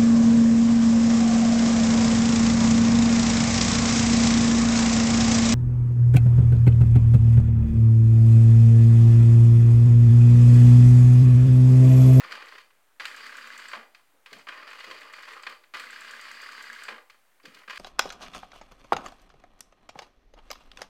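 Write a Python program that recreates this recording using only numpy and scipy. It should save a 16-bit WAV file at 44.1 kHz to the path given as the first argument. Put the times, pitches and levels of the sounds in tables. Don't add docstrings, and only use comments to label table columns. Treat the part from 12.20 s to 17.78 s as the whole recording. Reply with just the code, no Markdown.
import sys
import numpy as np
from scipy import signal
from scipy.fft import rfft, irfft
from scipy.io import wavfile
from scipy.ndimage import uniform_filter1d

SR = 44100
rng = np.random.default_rng(int(sys.argv[2]) if len(sys.argv) > 2 else 0)


def put_to_file(sound):
    columns = np.atleast_2d(sound).T
    safe = np.clip(columns, -1, 1)
    whole_steps = np.round(safe * 32767)
    wavfile.write(sys.argv[1], SR, whole_steps.astype(np.int16))


def voltage_ratio(decibels):
    exponent = np.asarray(decibels, float) / 20
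    return 10 ** exponent


N = 246078
TAPS = 2048
HZ = np.fft.rfftfreq(2 * TAPS, 1 / SR)
STOP_AFTER_S = .048
KNOCK_BURST = 6.4

# centre in Hz, width in Hz, relative level in dB.
SHELL = [(609, 52, -15.5), (1188, 150, -5.5), (1601, 142, -0.5), (2040, 330, -4), (2890, 65, -8),
         (3280, 56, -18), (4350, 450, -16.0), (822, 93, -14.5), (1044, 46, -3.0), (2235, 56, -9.5),
         (2436, 330, -6.0), (3066, 340, -10), (4725, 420, -16.5)]
# centre in Hz, width in Hz, relative level in dB.
SPRING = [(4500, 1100, -3.5), (6340, 760, -7), (7500, 1930, -3.5), (8250, 340, -8), (11880, 350, -10.5),
          (13400, 3800, -21)]
# let-go in seconds, let-go knock in dB, clack at first pulse in dB,
# last pulse in seconds.
RETURNS = [(0.798, -27, -20.5, 1.484), (3.538, -31, -28, 4.6353)]


def evened(x):
    return x / np.sqrt(np.mean(x ** 2) + 1e-20)


def read(points, hz):
    f, value = np.transpose(points)
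    return np.interp(np.log(hz + 1), np.log(f + 1), value)


def add(mix, s, sound):
    part = mix[round(s * SR):][:len(sound)]
    part += sound[:len(part)]


def ring(modes, broad_db, tilt_db=0., spread_db=0.):
    # frequency in Hz, relative level in dB.
    shell_broad = [(71, -64), (120, -43), (272, -19.5), (580, -12), (741, -16), (1190, 0.5), (1450, 0),
                   (1610, -2.5), (1780, 0.5), (2060, -3.5), (3880, -12.5), (4670, -15.5), (5500, -22),
                   (7620, -28), (11000, -38), (15900, -43.5)]
    hz, width_hz, db = np.transpose(modes)[:, :, None]
    db = db + spread_db * rng.standard_normal(db.shape)
    power = (voltage_ratio(2 * db) / (1 + (2 * (HZ - hz) / width_hz) ** 2) ** 2).sum(0)
    power = power + voltage_ratio(2 * (read(shell_broad, HZ) + broad_db))
    octaves = np.log2(np.maximum(HZ, 600) / 1600)
    log_gain = .5 * np.log(power + 1e-12) + np.log(voltage_ratio(tilt_db * octaves))
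    cepstrum = irfft(log_gain)
    cepstrum[1:TAPS] *= 2
    cepstrum[TAPS + 1:] = 0
    return irfft(np.exp(rfft(cepstrum)))[:TAPS]


def struck(db, burst, modes, broad_db, tilt_db, spread_db):
    t = np.arange(600) / SR / (0.0011 * burst)
    size, chance = rng.standard_normal((2, len(t)))
    hits = size * (chance > .4) * (1.12 + 0.85 * t) * np.exp(-t ** 2)
    hits[0] = 1.7
    sound = np.convolve(hits, ring(modes, broad_db, tilt_db, spread_db))
    sound = voltage_ratio(db) * sound / abs(sound).max()
    even = ring(modes, broad_db, tilt_db)
    return sound, even * np.linalg.norm(sound) / np.linalg.norm(even)


def shell_blow(s, peak_db, tilt_db, burst):
    return s, peak_db, burst, SHELL, -4.5, tilt_db, 2.5


def spring_tick(s, peak_db):
    return s, peak_db, 3.5, SPRING, -14., 0, 1.5


def winding():
    # time in seconds, relative whirr level in dB, brightness (-4 dull, 4 bright).
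    strokes = [
        [(0.0, -45, 0.8), (0.248, -47, -2.5), (0.42, -59, 7)],
        [(2.06, -53, -3), (2.12, -55.5, 3.5), (2.22, -54.5, 2.5)],
        [(2.27, -45, -1.5), (2.45, -47.5, -2), (2.55, -47.5, 0.5), (2.72, -46, 0), (2.9, -48.5, -2),
         (2.96, -47.5, 0.5), (3.194, -47, -1), (3.238, -56.5, 1), (3.33, -44.5, -1)],
        [(5.23, -59, 3.5), (5.392, -55, -1), (5.44, -58, 2)],
        [(5.48, -54, 3), (5.58, -45, 3.5)],
    ]
    t, level, bright = np.arange(N) / SR, np.zeros(N), np.zeros(N)
    for rows in strokes:
        s, db, stroke_bright = np.transpose(rows)
        level += voltage_ratio(np.interp(t, s, db, -200, -200))
        bright += np.interp(t, s, stroke_bright, 0, 0)
    return level, bright


def drive():
    return_db, return_bright = -45, 0.6
    surge_db, surge_s, coast_s = 3.5, 0.093, 0.0375
    t = np.arange(N) / SR
    level, bright = winding()
    for start, *_, last in RETURNS:
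        running = (t > start) & (t < last + STOP_AFTER_S + coast_s)
        level += running * voltage_ratio(return_db + surge_db * np.exp(-((t - start) / surge_s) ** 2))
        bright += running * return_bright
    return level, bright


def pulse_times():
    gap_s, spin_up_s, run_down_s, run_down_pulses = .1018, .0068, .0045, 2.5
    pulse_counts = [7, 11]
    for count, row in zip(pulse_counts, RETURNS):
        gaps = gap_s + run_down_s * np.exp(-np.arange(count - 1) / run_down_pulses)
        gaps[-1] += spin_up_s
        yield row[-1] - np.append(0, np.cumsum(gaps))[::-1]


def governor_turns():
    beats_per_pulse = 3.474
    beat_at = [1.2428, 4.3196]
    t, turns = np.arange(N) / SR, np.zeros(N)
    for s, beat_s in zip(pulse_times(), beat_at):
        s = np.append(s, 2 * s[-1] - s[-2])
        count = np.arange(len(s))
        pulse = np.interp(t, s, count) - np.interp(beat_s, s, count)
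        running = (t > s[0]) & (t < (s[-1] + s[-2]) / 2)
        turns[running] = beats_per_pulse * pulse[running]
    return turns


def wander(n):
    return evened(uniform_filter1d(uniform_filter1d(rng.standard_normal(N), n), n))


def whirr(turns):
    level, bright = drive()
    teeth_per_s = 7000
    size = voltage_ratio(2.96 * np.minimum(rng.exponential(1, N), 3)) * (rng.random(N) < teeth_per_s / SR)
    lumps_db = np.where(turns != 0, 1.2, 3.1) * wander(250)
    bunch = 1 + 0.089 * np.cos(2 * np.pi * (turns - .1)) * (turns != 0)
    teeth = evened(size * rng.choice([-1, 1], N) * voltage_ratio(lumps_db) * bunch)
    teeth = teeth * uniform_filter1d(level, 100)
    share = np.clip(.5 + bright / 8, 0, 1)
    spots = voltage_ratio(15.8 * np.array([wander(900) for _ in range(3)]))
    octaves = np.log2(np.maximum(HZ, 400) / 1600)
    out = np.zeros(N)
    for spot in spots / np.linalg.norm(spots, axis=0):
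        plain = ring(SHELL, 0.5, 0, spread_db=6.0)
        for part, sign in ((1 - share, -1), (share, 1)):
            body = irfft(rfft(plain, 2 * TAPS) * voltage_ratio(4.64 * sign * octaves))
            body = np.roll(body, 64)[:TAPS] / np.linalg.norm(plain)
            out += signal.oaconvolve(teeth * spot * part, body)[64:N + 64]
    return voltage_ratio(-5.5) * out


def loose_gears():
    rate_per_s, above_drive_db, spread_db, tilt_db = 22, 5, 2.5, -4.5
    wound, _ = winding()
    size, colour = rng.standard_normal((2, N))
    hit = (rng.random(N) < rate_per_s / SR) & (wound > 1e-4)
    for at in np.flatnonzero(hit):
        peak_db = 20 * np.log10(wound[at]) + above_drive_db + spread_db * size[at]
        yield shell_blow(at / SR, peak_db, tilt_db + 2.5 * colour[at], KNOCK_BURST)


def hiss():
    # frequency in Hz, relative density in dB per Hz.
    colour = [(18, -44), (30, -9.5), (90, -12.5), (141, -11.5), (240, -8), (738, -3.5), (1300, -2.5),
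              (2200, -6), (3200, -10.5), (5290, -16), (9000, -14), (15900, -16)]
    z = rfft(rng.standard_normal(N)) * voltage_ratio(read(colour, np.fft.rfftfreq(N, 1 / SR)))
    return voltage_ratio(-68) * evened(irfft(z, N))


def dial_knocks():
    # time in seconds, peak in dB, brightness in dB per octave.
    knocks = [(0.017, -36, -7.5), (0.047, -34.5, -5), (0.152, -31.5, 2), (0.174, -33.5, -3.5),
              (0.283, -39.5, 5), (0.322, -35.5, -3.5), (0.353, -36.5, -4.5), (0.381, -36, 2),
              (0.505, -51, -2), (1.794, -52.5, -8.5), (2.06, -36.5, 4.3), (2.129, -34, 5.5),
              (2.269, -33.5, -3), (2.287, -27, -0.1), (2.321, -33, -3), (3.267, -25, -1), (3.295, -38.5, 7),
              (3.346, -42.5, 2), (3.437, -42.5, 2), (3.55, -29.5, -1.3), (4.945, -50.5, -5),
              (5.198, -49, -2.5), (5.254, -34.5, 4.5), (5.346, -39, 7), (5.388, -44.5, 8), (5.478, -31, -2),
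              (5.497, -27.5, 0), (5.505, -28, 2.5), (5.531, -32.5, -0.7), (5.574, -28.5, 2.5)]
    return [shell_blow(*row, KNOCK_BURST) for row in knocks]


def thud_rows():
    # time in seconds, level in dB, centre in Hz.
    hand = [(.044, -44, 352), (.12, -41, 557), (.329, -50.5, 430), (1.934, -55.5, 442), (2.117, -39, 367),
            (2.14, -46, 135), (2.16, -43, 850), (2.27, -51, 700), (2.665, -40.5, 357), (2.69, -53, 130),
            (2.709, -40.5, 460), (3.289, -42, 510), (5.235, -42, 380), (5.267, -46, 169), (5.35, -50, 340),
            (5.476, -47, 325)]
    rock_after_s = .028
    # T60 in s, ring of the base 0-1
    rows = [(*row, .13, 0.074) for row in hand]
    for start, *_, last in RETURNS:
        stop = last + STOP_AFTER_S
        rows += [(start, -48.5, 580, 0.2, 0),
                 (stop, -33, 760, 0.13, 0),
                 (stop + rock_after_s, -44, 452, .17, 0.6)]
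    return rows


def thuds():
    base_hz, rise_s = 231.6, 0.013
    t, out = np.arange(6000) / SR, np.zeros(N)
    for s, db, hz, t60_s, base in thud_rows():
        band = signal.butter(2, [0.64 * hz, 1.62 * hz], "band", fs=SR)
        puff = signal.lfilter(*band, rng.standard_normal(len(t)))
        puff = signal.lfilter(*signal.butter(2, 105, "high", fs=SR), puff)
        shape = (1 - np.exp(-t / rise_s)) * voltage_ratio(-60 * t / t60_s)
        add(out, s, voltage_ratio(db) * shape * (0.6 * evened(puff) + base * np.sin(2 * np.pi * base_hz * t)))
    return out


def pawl():
    # time in seconds, clack peak in dB.
    drops = [(0.112, -25), (0.2587, -50), (2.1847, -50), (2.5042, -33), (2.597, -31), (2.7035, -27),
             (2.808, -37), (2.9276, -33), (3.024, -34), (3.1252, -36.5), (3.225, -34.5)]
    clack_after_s = .008
    for s, clack_db in drops:
        yield spring_tick(s, -47.5)
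        yield shell_blow(s + clack_after_s, clack_db, 2, 6.4)


def return_blows():
    bounce_count, bounce_gap_s, bounce_db, bounce_loss_db = 5, .0195, -33, 2
    settle_after_s = .2155
    for (start, go_db, first_db, last), pulses in zip(RETURNS, pulse_times()):
        stop = last + STOP_AFTER_S
        yield shell_blow(start, go_db, .6, 13.5)
        yield shell_blow(pulses[0], first_db, 3.5, 4.7)
        yield shell_blow(stop, -24, -1.3, 8.5)
        for k in range(bounce_count):
            yield shell_blow(stop + (k + 1) * bounce_gap_s, bounce_db - k * bounce_loss_db, -3.5, KNOCK_BURST)
        yield shell_blow(stop + settle_after_s, -40.5, 4.1, KNOCK_BURST)


def contact_pulses():
    return [spring_tick(s, -39.5 + 2.2 * rng.standard_normal()) for s in np.concatenate(list(pulse_times()))]


def governor_taps(turns):
    # centre in Hz, width in Hz, relative level in dB.
    modes = [(234, 12.5, -18.5), (278, 5, -15.5), (1620, 260, -5.5), (2035, 134, -8)]
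    return [(at / SR, -35 + 2.2 * rng.standard_normal(), 1.8, modes, -24., 0, 1.5)
            for at in np.flatnonzero(np.diff(np.floor(turns)) == 1)]


def impacts(turns):
    strikes = [*loose_gears(), *dial_knocks(), *pawl(), *return_blows(), *contact_pulses(),
               *governor_taps(turns)]
    direct, diffuse = np.zeros((2, N))
    for s, *how in strikes:
        sound, even = struck(*how)
        add(direct, s, sound)
        add(diffuse, s, even)
    return direct, diffuse


def room(x):
    # frequency in Hz, T60 in seconds.
    decay = [(200, 0.33), (530, 0.53), (1390, 0.29), (3680, 0.33), (9700, 0.5)]
    taps = np.zeros(SR // 2)
    at = np.arange(200, len(taps) - 20, 20)
    taps[at + rng.integers(0, 20, len(at))] = rng.choice([-1., 1.], len(at))
    hz, t, z = signal.stft(taps, SR, nperseg=256)
    fade = voltage_ratio(-60 * t / read(decay, hz)[:, None])
    tail = signal.istft(z * fade, SR, nperseg=256)[1]
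    return signal.fftconvolve(x, tail / np.linalg.norm(tail))[:N]


def scene():
    turns = governor_turns()
    direct, diffuse = impacts(turns)
    steady = whirr(turns) + thuds()
    return (steady + direct + voltage_ratio(-3) * room(steady + diffuse) + hiss())[None]


def top_cut(x):
    return signal.sosfilt(signal.butter(12, 16070, fs=SR, output="sos"), x)


def record(dry):
    offset = -.0005
    return top_cut(dry + offset)


dry = scene()
out = record(dry)
put_to_file(out)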